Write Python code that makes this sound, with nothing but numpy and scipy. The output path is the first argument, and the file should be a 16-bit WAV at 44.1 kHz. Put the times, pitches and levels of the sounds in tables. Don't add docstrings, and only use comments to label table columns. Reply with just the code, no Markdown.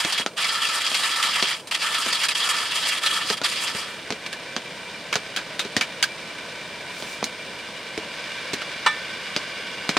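import sys
import numpy as np
from scipy import signal
from scipy.fft import rfft, irfft
from scipy.io import wavfile
from scipy.ndimage import uniform_filter1d, minimum_filter1d

SR = 44100
rng = np.random.default_rng(int(sys.argv[2]) if len(sys.argv) > 2 else 0)


def wav_record(signal):
    frames = np.transpose(np.atleast_2d(signal))
    bounded = np.clip(frames, -1, 1)
    quanta = np.round(bounded * 32767).astype(np.int16)
    wavfile.write(sys.argv[1], SR, quanta)


N = 440118
TIME = np.arange(N) / SR
AGE = np.arange(SR // 3) / SR
BINS = np.fft.rfftfreq(4096, 1 / SR)

# start and end in seconds, level in dB, rise and run-down t60 in seconds.
CRANK_PUSHES = [(0, 0.215, -26.5, 0.00067, 0.11), (0.363, 1.54, -23.5, 0.017, 0.19),
                (1.716, 3.329, -24, 0.0025, 0.1), (3.433, 3.685, -25.5, 0.004, 0.62),
                (3.752, 3.81, -34, 0.0092, 0.72)]
# centre and half length in seconds, dip in dB.
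BURR_SLIPS = [(1.779, 0.019, -9.5), (2.282, 0.012, -16), (2.339, 0.012, -14), (2.666, 0.05, -3.5),
              (3.006, 0.012, -10), (3.258, 0.034, -5)]
# start in seconds, level in dB.
BEAN_CRACKS = [(0.0014, -11.5), (0.123, -5.5), (0.1783, -9.5), (0.444, -8.5), (0.9438, -7.5), (1.037, -9),
               (1.2274, -8), (1.3583, -11), (1.672, -20.5), (1.7113, -9.5), (1.746, -8), (1.944, -5.5),
               (2.128, -10), (2.2336, -5.5), (2.2847, -7), (2.2966, -13), (2.3496, -9.5), (2.4547, -12),
               (2.489, -9), (3.0345, -10), (3.0608, -5), (3.3697, -16.5), (3.4456, -8)]
FRAGMENT_PITCHES = [1100, 1600, 2070, 2600, 3100, 3870, 5000, 7600]
# start in seconds, level in dB, t60 in seconds, tilt in dB/octave, ring in Hz.
PART_CLACKS = [(4.2624, -10.5, 0.066, 0, 2280), (4.328, -10.5, 0.076, 2, 1720),
               (5.1272, -1, 0.054, -0.5, 2290), (5.1391, -7.5, 0.087, 2, 1720),
               (5.3619, -6, 0.087, 3.5, 3150), (5.3716, -5, 0.14, -1, 1600), (5.593, -1.5, 0.12, 1.5, 3750),
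               (5.8103, 1.5, 0.11, 0, 2320), (6.0263, 4, 0.06, 2.5, 4770), (6.0383, -3, 0.065, 3.5, 1600),
               (8.5372, -6.5, 0.054, 2.5, 1620), (8.618, -11, 0.055, -1, 2820)]
# start in seconds, level in dB.
TABLE_BLOWS = [(8.8612, -6), (8.863, 2), (8.8705, -3)]
# start in seconds, slap and thump in dB, tilt in dB/octave,
# snap pitch and nominal thump pitch in Hz.
NEAR_DROPS = [(0.049, -5, -29, 0, 3300, 324), (0.198, -8, -33.5, -1, 3920, 423),
              (0.263, -6.5, -37, 0, 1330, 204), (0.917, -12, -46, -1, 1320, 300),
              (1.426, -0.5, -29.5, 0.5, 2970, 500), (2.0623, -5, -44, -2, 1740, 240),
              (3.301, -2.5, -29, -1.5, 2980, 430), (3.416, -9.5, -31, -1, 1380, 740),
              (3.75, -16, -30.5, -2, 2600, 564), (4.105, -8.5, -24.5, -1, 2160, 476),
              (4.124, -12, -30.5, 0, 2300, 350), (4.565, -6.5, -30.5, -1.5, 3300, 270),
              (5.156, -1, -23.5, 0, 1400, 426), (5.65, -14.5, -30, -0.5, 2310, 387),
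              (5.766, 0.5, -20, 1, 1860, 424), (7.024, -15, -39, -1, 3250, 595),
              (7.228, -10, -37, -4, 2330, 327), (7.242, -7.5, -47, 5.5, 2280, 690),
              (7.977, -12, -26.5, 0, 2290, 315), (8.534, -10, -28.5, 1.5, 1680, 380),
              (9.364, -2.5, -49, -1.5, 4800, 440), (9.892, -1.5, -25, 0, 2300, 231),
              (9.968, 4, -28, -2.5, 2420, 490)]
# time in seconds, then flame, simmer and singing in dB.
STOVE_LEVELS = [(0, -46.5, -48.5, -54), (1.7, -46.5, -51.5, -61), (4, -42.5, -38.5, -47.5),
                (6.3, -42, -37, -46.5), (8.08, -42, -37, -43), (8.2, -42, -34.5, -39),
                (9.98, -42, -35.5, -37.5)]
# time in seconds, pitch in Hz.
JET_PITCH = [(0, 8660), (4, 8710), (6.6, 8710), (8.3, 8755), (9.98, 8755)]
# time in seconds, level in dB.
SLEEVE_LEVELS = [(6.88, -59), (7.0, -42.5), (7.06, -47), (7.12, -42), (7.2, -56)]

# centre in Hz, half width in Hz, level in dB.
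MILL_RESONANCES = [(1772, 32, -3), (3004, 21, -4), (3265, 55, 2), (4780, 190, -10.5), (8400, 170, -40)]
CUP_RESONANCES = [(934, 58, -3.5), (1175, 32, -2), (1319, 44, 9)]
KETTLE_RESONANCES = [(993, 29, -6), (1516, 18, -3), (2353, 20.4, 9), (2900, 29, -2), (3640, 200, -9.5)]
SINGING_RESONANCES = [(490, 86, -10), (1115, 59, -5.5), (1545, 39, 3.5), (1720, 27, -8), (2204, 69, 1),
                      (2814, 32, 3), (3150, 36, -13), (3370, 140, -6), (4800, 150, -8.5), (6000, 41, -32)]

# pitch in Hz, level in dB, t60 in seconds.
GRINDER_MODES = [(615, -9, .06), (830, -13, 0.14), (1160, -10, 0.11), (1234, -7, 0.21), (1460, -13, .1),
                 (1786, -2, 0.3), (2320, -6, 0.23), (2910, -2.5, 0.068), (3490, -6, 0.18),
                 (3900, -13, 0.21), (5539, -18.5, 0.21), (8100, -18, 0.13)]
FABRIC_MODES = [(200, -17, 0.061), (233, -1, 0.075), (293, 4.5, 0.036), (408, 2, 0.055), (690, -6.5, 0.089)]

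# frequency in Hz, gain in dB.
CRUNCH_SPECTRUM = [(120, -48), (300, -36), (600, -18), (850, -11), (1250, -11), (1520, -7), (2100, -4.5),
                   (2900, -2.5), (4100, -7), (5000, -8), (6000, -14.5), (9000, -14), (12000, -25.5),
                   (15500, -39.5)]
CLACK_SPECTRUM = [(88, -54), (150, -14), (519, -12), (1060, -10), (1400, -2.5), (1630, -5), (1940, -8),
                  (2270, -3.5), (3480, -8.5), (4060, -7.5), (4840, -12.5), (6470, -15.5), (10500, -27.5),
                  (15500, -42)]
KNOCK_SPECTRUM = [(60, -35), (300, -10.5), (700, -10), (870, 2), (1250, 10), (1600, -1), (3000, -5),
                  (4500, -10), (8500, -23), (15000, -43)]
SLAP_SPECTRUM = [(30, -39), (80, -22), (200, -3.5), (500, -1.5), (1300, -4.5), (2500, -3), (4200, -1),
                 (6500, -9), (9000, -18.5), (15000, -37)]
FAR_RAIN_SPECTRUM = [(100, -24), (500, 9.5), (1500, 4), (3500, -4.5), (6000, -3), (9000, -6),
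                     (15000, -18.5)]
FLAME_SPECTRUM = [(18, -64), (30, -24), (188, -1), (249, -5), (323, -2.5), (366, -6), (490, 0.5),
                  (647, -0.5), (803, -11.5), (982, -1.5), (1060, -11.5), (1200, -11.5), (1560, -68),
                  (2640, -120)]
SIMMER_SPECTRUM = [(400, -25.5), (750, -11), (1250, -5.5), (1700, -1.5), (2600, -4), (3700, -6), (5200, -9),
                   (6500, -16.5), (8800, -20.5), (10500, -28), (15500, -44)]
MIC_SIDE_GAIN = [(30, -22), (150, -34), (500, -28.5), (1000, -23), (2000, -16), (4000, -9), (8000, -3.5),
                 (14000, -1.5)]
MIC_BALANCE = [(250, 0.3), (2000, -0.94), (12000, -1)]

TURN_S, FREE_AT_TURN = 0.591, 0.78
CUP_DB, CUP_SWING_DB, MILL_SWING_DB = -9, 4, 5


def grinder(crunch_db=-1, load_db=0.5, crack_db=-11, crack_t60=0.092, clump_db=1.17, brittle_db=-7):
    bite, angle = crank()
    crunch_power = (bite * amp(crunch_db + load_db * drift(rate_hz=17))) ** 2
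    crack_power = np.zeros((1, N))
    for start, db in BEAN_CRACKS:
        add(crack_power, start, (amp(db + crack_db) * dying(crack_t60))[None] ** 2)
    snaps = evened(clicks(per_s=3400, spread_db=2) * amp(clump_db * drift(rate_hz=58)))
    snaps *= np.sqrt(crunch_power + crack_power)[0]
    snaps = fragments(from_many_spots(snaps, t60=0.045, wet_db=0.5, count=16))
    splinters = wide_clicks(per_s=5900, spread_db=1.5) * np.sqrt(crack_power)
    brittle = amp(brittle_db) * colour(splinters, shape(CRUNCH_SPECTRUM, tilt_db=1.5))
    free = np.cos(angle - 2 * np.pi * FREE_AT_TURN)
    crunch = shape(CRUNCH_SPECTRUM)
    (hz, width, db), *upper = MILL_RESONANCES
    loose = colour(snaps, crunch + humps([(hz, width, db + MILL_SWING_DB)] + upper))
    held = colour(snaps, crunch + humps([(hz, width, db - MILL_SWING_DB)] + upper))
    mill = (loose * (1 + free) + held * (1 - free)) / 2
    cup = colour(snaps * amp(CUP_DB + CUP_SWING_DB * free), humps(CUP_RESONANCES) * crunch)
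    return mill + cup + brittle


def crank():
    bite, moving = np.zeros(N), np.zeros(N)
    for start, end, db, rise, t60 in CRANK_PUSHES:
        run_down = amp(-60 * np.maximum(TIME - end, 0) / t60)
        bite += amp(db) * np.clip((TIME - start) / rise, 0, 1) * run_down
        moving += (TIME >= start) & (TIME < end)
    slip_db = sum(db * np.exp(-((TIME - centre) / half) ** 2) for centre, half, db in BURR_SLIPS)
    angle = 2 * np.pi * np.cumsum(moving) / (TURN_S * SR)
    return bite * amp(slip_db), angle


def fragments(snaps, shift_db=2):
    spectrum = rfft(snaps)
    log_hz = np.log(np.fft.rfftfreq(N, 1 / SR) + 1)
    bands = (np.interp(log_hz, np.log(FRAGMENT_PITCHES), one) for one in np.eye(len(FRAGMENT_PITCHES)))
    return sum(irfft(spectrum * band, N) * amp(shift_db * drift(rate_hz=21)) for band in bands)


def handling(clack_db=9, contact_db=-4, mill_db=-10, ring_db=3, seat_t60=0.0033):
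    out = np.zeros((2, N))
    mill = amp(mill_db) * humps(MILL_RESONANCES)
    for start, db, t60, tilt_db, hz in PART_CLACKS:
        rattle = (scatter(t60) + amp(contact_db) * scatter(t60=0.013)) * (1 - dying(seat_t60))
        body = shape(CLACK_SPECTRUM, tilt_db) + mill + humps([(hz, 70, ring_db)])
        add(out, start, amp(db + clack_db) * colour(rattle, body))
    return out


def set_down(ring_db=-12, knock_db=11):
    out = np.zeros((2, N))
    for start, db in TABLE_BLOWS:
        add(out, start, amp(db + knock_db) * colour(scatter(t60=0.081), shape(KNOCK_SPECTRUM)))
    start, db = max(TABLE_BLOWS, key=lambda blow: blow[1])
    swelling = 1 - dying(t60=0.01)
    add(out, start, amp(db + ring_db) * in_tent(ring(GRINDER_MODES) * swelling, t60=0.05, wet_db=-35))
    return out


def rain(patter_db=-33, patter_thump_db=-52, spread_db=3, wash_db=-51, low_cut_hz=125, count=70):
    out = np.zeros((2, N))
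    for start, *blow in NEAR_DROPS:
        add(out, start, drop(*blow))
    for when, size, dullness, snap, panel in rng.uniform(0, 1, (count, 5)):
        size_db = -spread_db * np.log(size + 0.034)
        small = drop(patter_db + size_db, patter_thump_db + size_db, tilt_db=-2 * dullness,
                     snap_hz=1200 + 3000 * snap, thump_hz=170 + 350 * panel)
        add(out, when * N / SR, small)
    out = signal.sosfilt(signal.butter(2, low_cut_hz, "high", fs=SR, output="sos"), out)
    return out + amp(wash_db) * colour(rng.standard_normal((2, N)), shape(FAR_RAIN_SPECTRUM))


def drop(slap_db, thump_db, tilt_db, snap_hz, thump_hz, slap_gain_db=10, thump_gain_db=7, wet_db=-3):
    burst = 0.62 * scatter(t60=0.0044) + amp(wet_db) * scatter(t60=0.097)
    flattening = AGE / 0.00022
    burst[0] += 0.2 * unit((1 - flattening) * np.exp(-flattening))
    burst[0, 0] += 0.25
    slap = colour(burst, shape(SLAP_SPECTRUM, tilt_db) + humps([(snap_hz, 130, 1)]))
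    panel = ring(FABRIC_MODES + [(thump_hz, 1.5, 0.05)], pitch=rng.uniform(1.0, 1.03))
    thump = in_tent(panel, t60=0.049, wet_db=0)
    return amp(slap_db + slap_gain_db) * slap + amp(thump_db + thump_gain_db) * thump


def stove(ring_db=1, hiss_db=-19):
    times, *levels = np.transpose(STOVE_LEVELS)
    flame, simmer, singing = (amp(np.interp(TIME, times, db)) for db in levels)
    roar = colour(rng.standard_normal((2, N)), shape(FLAME_SPECTRUM)) * amp(0.42 * drift(rate_hz=30))
    bubbles = evened(from_many_spots(clicks(per_s=6000, spread_db=3), t60=0.048, wet_db=-1.5))
    bubbles *= amp(0.26 * drift(rate_hz=18))
    hot_bubbles = wide_clicks(per_s=4800, spread_db=0)
    hiss = shape(SIMMER_SPECTRUM)
    water = simmer * colour(bubbles, hiss + amp(ring_db) * humps(KETTLE_RESONANCES))
    water += singing * colour(hot_bubbles, amp(hiss_db) * hiss + humps(SINGING_RESONANCES))
    return flame * roar + water


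def gas_jet(level_db=-60):
    tremble_hz = 24 * np.array([drift(rate_hz=70) for _ in range(2)])
    hz = np.interp(TIME, *np.transpose(JET_PITCH)) + tremble_hz
    phase = 2 * np.pi * np.cumsum(hz, 1) / SR
    return amp(level_db) * evened(np.sin(phase) * amp(2 * drift(rate_hz=40)))


def sleeve():
    level = amp(np.interp(TIME, *np.transpose(SLEEVE_LEVELS), left=-120, right=-120))
    fibres = evened(from_many_spots(clicks(per_s=4500, spread_db=1), t60=0.04, wet_db=-6, count=4))
    return level * colour(fibres, shape(SLAP_SPECTRUM, tilt_db=9.5))


def from_many_spots(x, t60, wet_db, count=14):
    spot = rng.integers(0, count, len(x))
    return sum(in_tent(x * (spot == k), t60, wet_db) for k in range(count))


def in_tent(x, t60, wet_db):
    response = amp(wet_db) * scatter(t60)
    response[0, 0] += 1
    return signal.oaconvolve(x[None], unit(response), axes=1)[:, :len(x)]


def scatter(t60):
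    return unit(rng.choice([-1, 1], (2, len(AGE))) * dying(t60))


def ring(modes, pitch=1):
    total = sum(amp(db) * dying(t60) * np.sin(2 * np.pi * hz * pitch * AGE) for hz, db, t60 in modes)
    return total / np.linalg.norm([amp(db) for _, db, _ in modes])


def clicks(per_s, spread_db):
    size = amp(spread_db * np.minimum(rng.exponential(1, N), 5))
    return size * rng.choice([-1, 1], N) * (rng.random(N) < per_s / SR)


def wide_clicks(per_s, spread_db):
    return evened(np.array([clicks(per_s, spread_db) for _ in range(2)]))


def drift(rate_hz):
    roll_off = 1 + (np.fft.rfftfreq(N, 1 / SR) / rate_hz) ** 4
    return evened(irfft(rfft(rng.standard_normal(N)) / roll_off, N))


def shape(points, tilt_db=0):
    hz, db = np.transpose(points)
    octaves = np.log2(np.maximum(BINS, 500) / 3000)
    return amp(np.interp(np.log(BINS + 1), np.log(hz), db) + tilt_db * octaves)


def humps(modes):
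    return sum(amp(db) / (1 + ((BINS - hz) / width) ** 2) for hz, width, db in modes)


def colour(x, gain):
    log_gain = np.log(np.maximum(np.r_[gain, gain[-2:0:-1]], 1e-5))
    taps = np.fft.ifft(np.exp(np.conj(signal.hilbert(log_gain)))).real[:len(gain)]
    return signal.oaconvolve(x, unit(taps)[None], axes=1)[:, :x.shape[1]]


def dying(t60):
    return np.exp(-np.log(1000) * AGE / max(t60, 1e-4))


def amp(db):
    return 10 ** (np.asarray(db) / 20)


def evened(x):
    return x / np.sqrt(np.mean(x ** 2) + 1e-20)


def unit(x):
    return x / np.sqrt(np.sum(x ** 2, -1, keepdims=True) + 1e-20)


def add(mix, start, sound):
    part = mix[:, max(round(start * SR), 0):][:, :sound.shape[1]]
    part += sound[:, :part.shape[1]]


def scene():
    mid, side = rfft(grinder() + rain() + handling() + set_down() + stove() + gas_jet() + sleeve())
    hz = np.fft.rfftfreq(N, 1 / SR)
    side *= np.interp(hz, BINS, shape(MIC_SIDE_GAIN))
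    lean = np.sqrt(np.interp(hz, BINS, shape(MIC_BALANCE)))
    return irfft(np.array([(mid + side) * lean, (mid - side) / lean]), N)


def record(dry, ceiling=0.8, edge_hz=15900):
    allowed = np.minimum(1, ceiling / (abs(dry).max(0) + 1e-9))
    limited = dry * uniform_filter1d(minimum_filter1d(allowed, size=65), size=65)
    low_pass = signal.firwin(511, edge_hz, window=("kaiser", 9), fs=SR)
    return signal.oaconvolve(limited, low_pass[None], "same")


dry = scene()
out = record(dry)
wav_record(out)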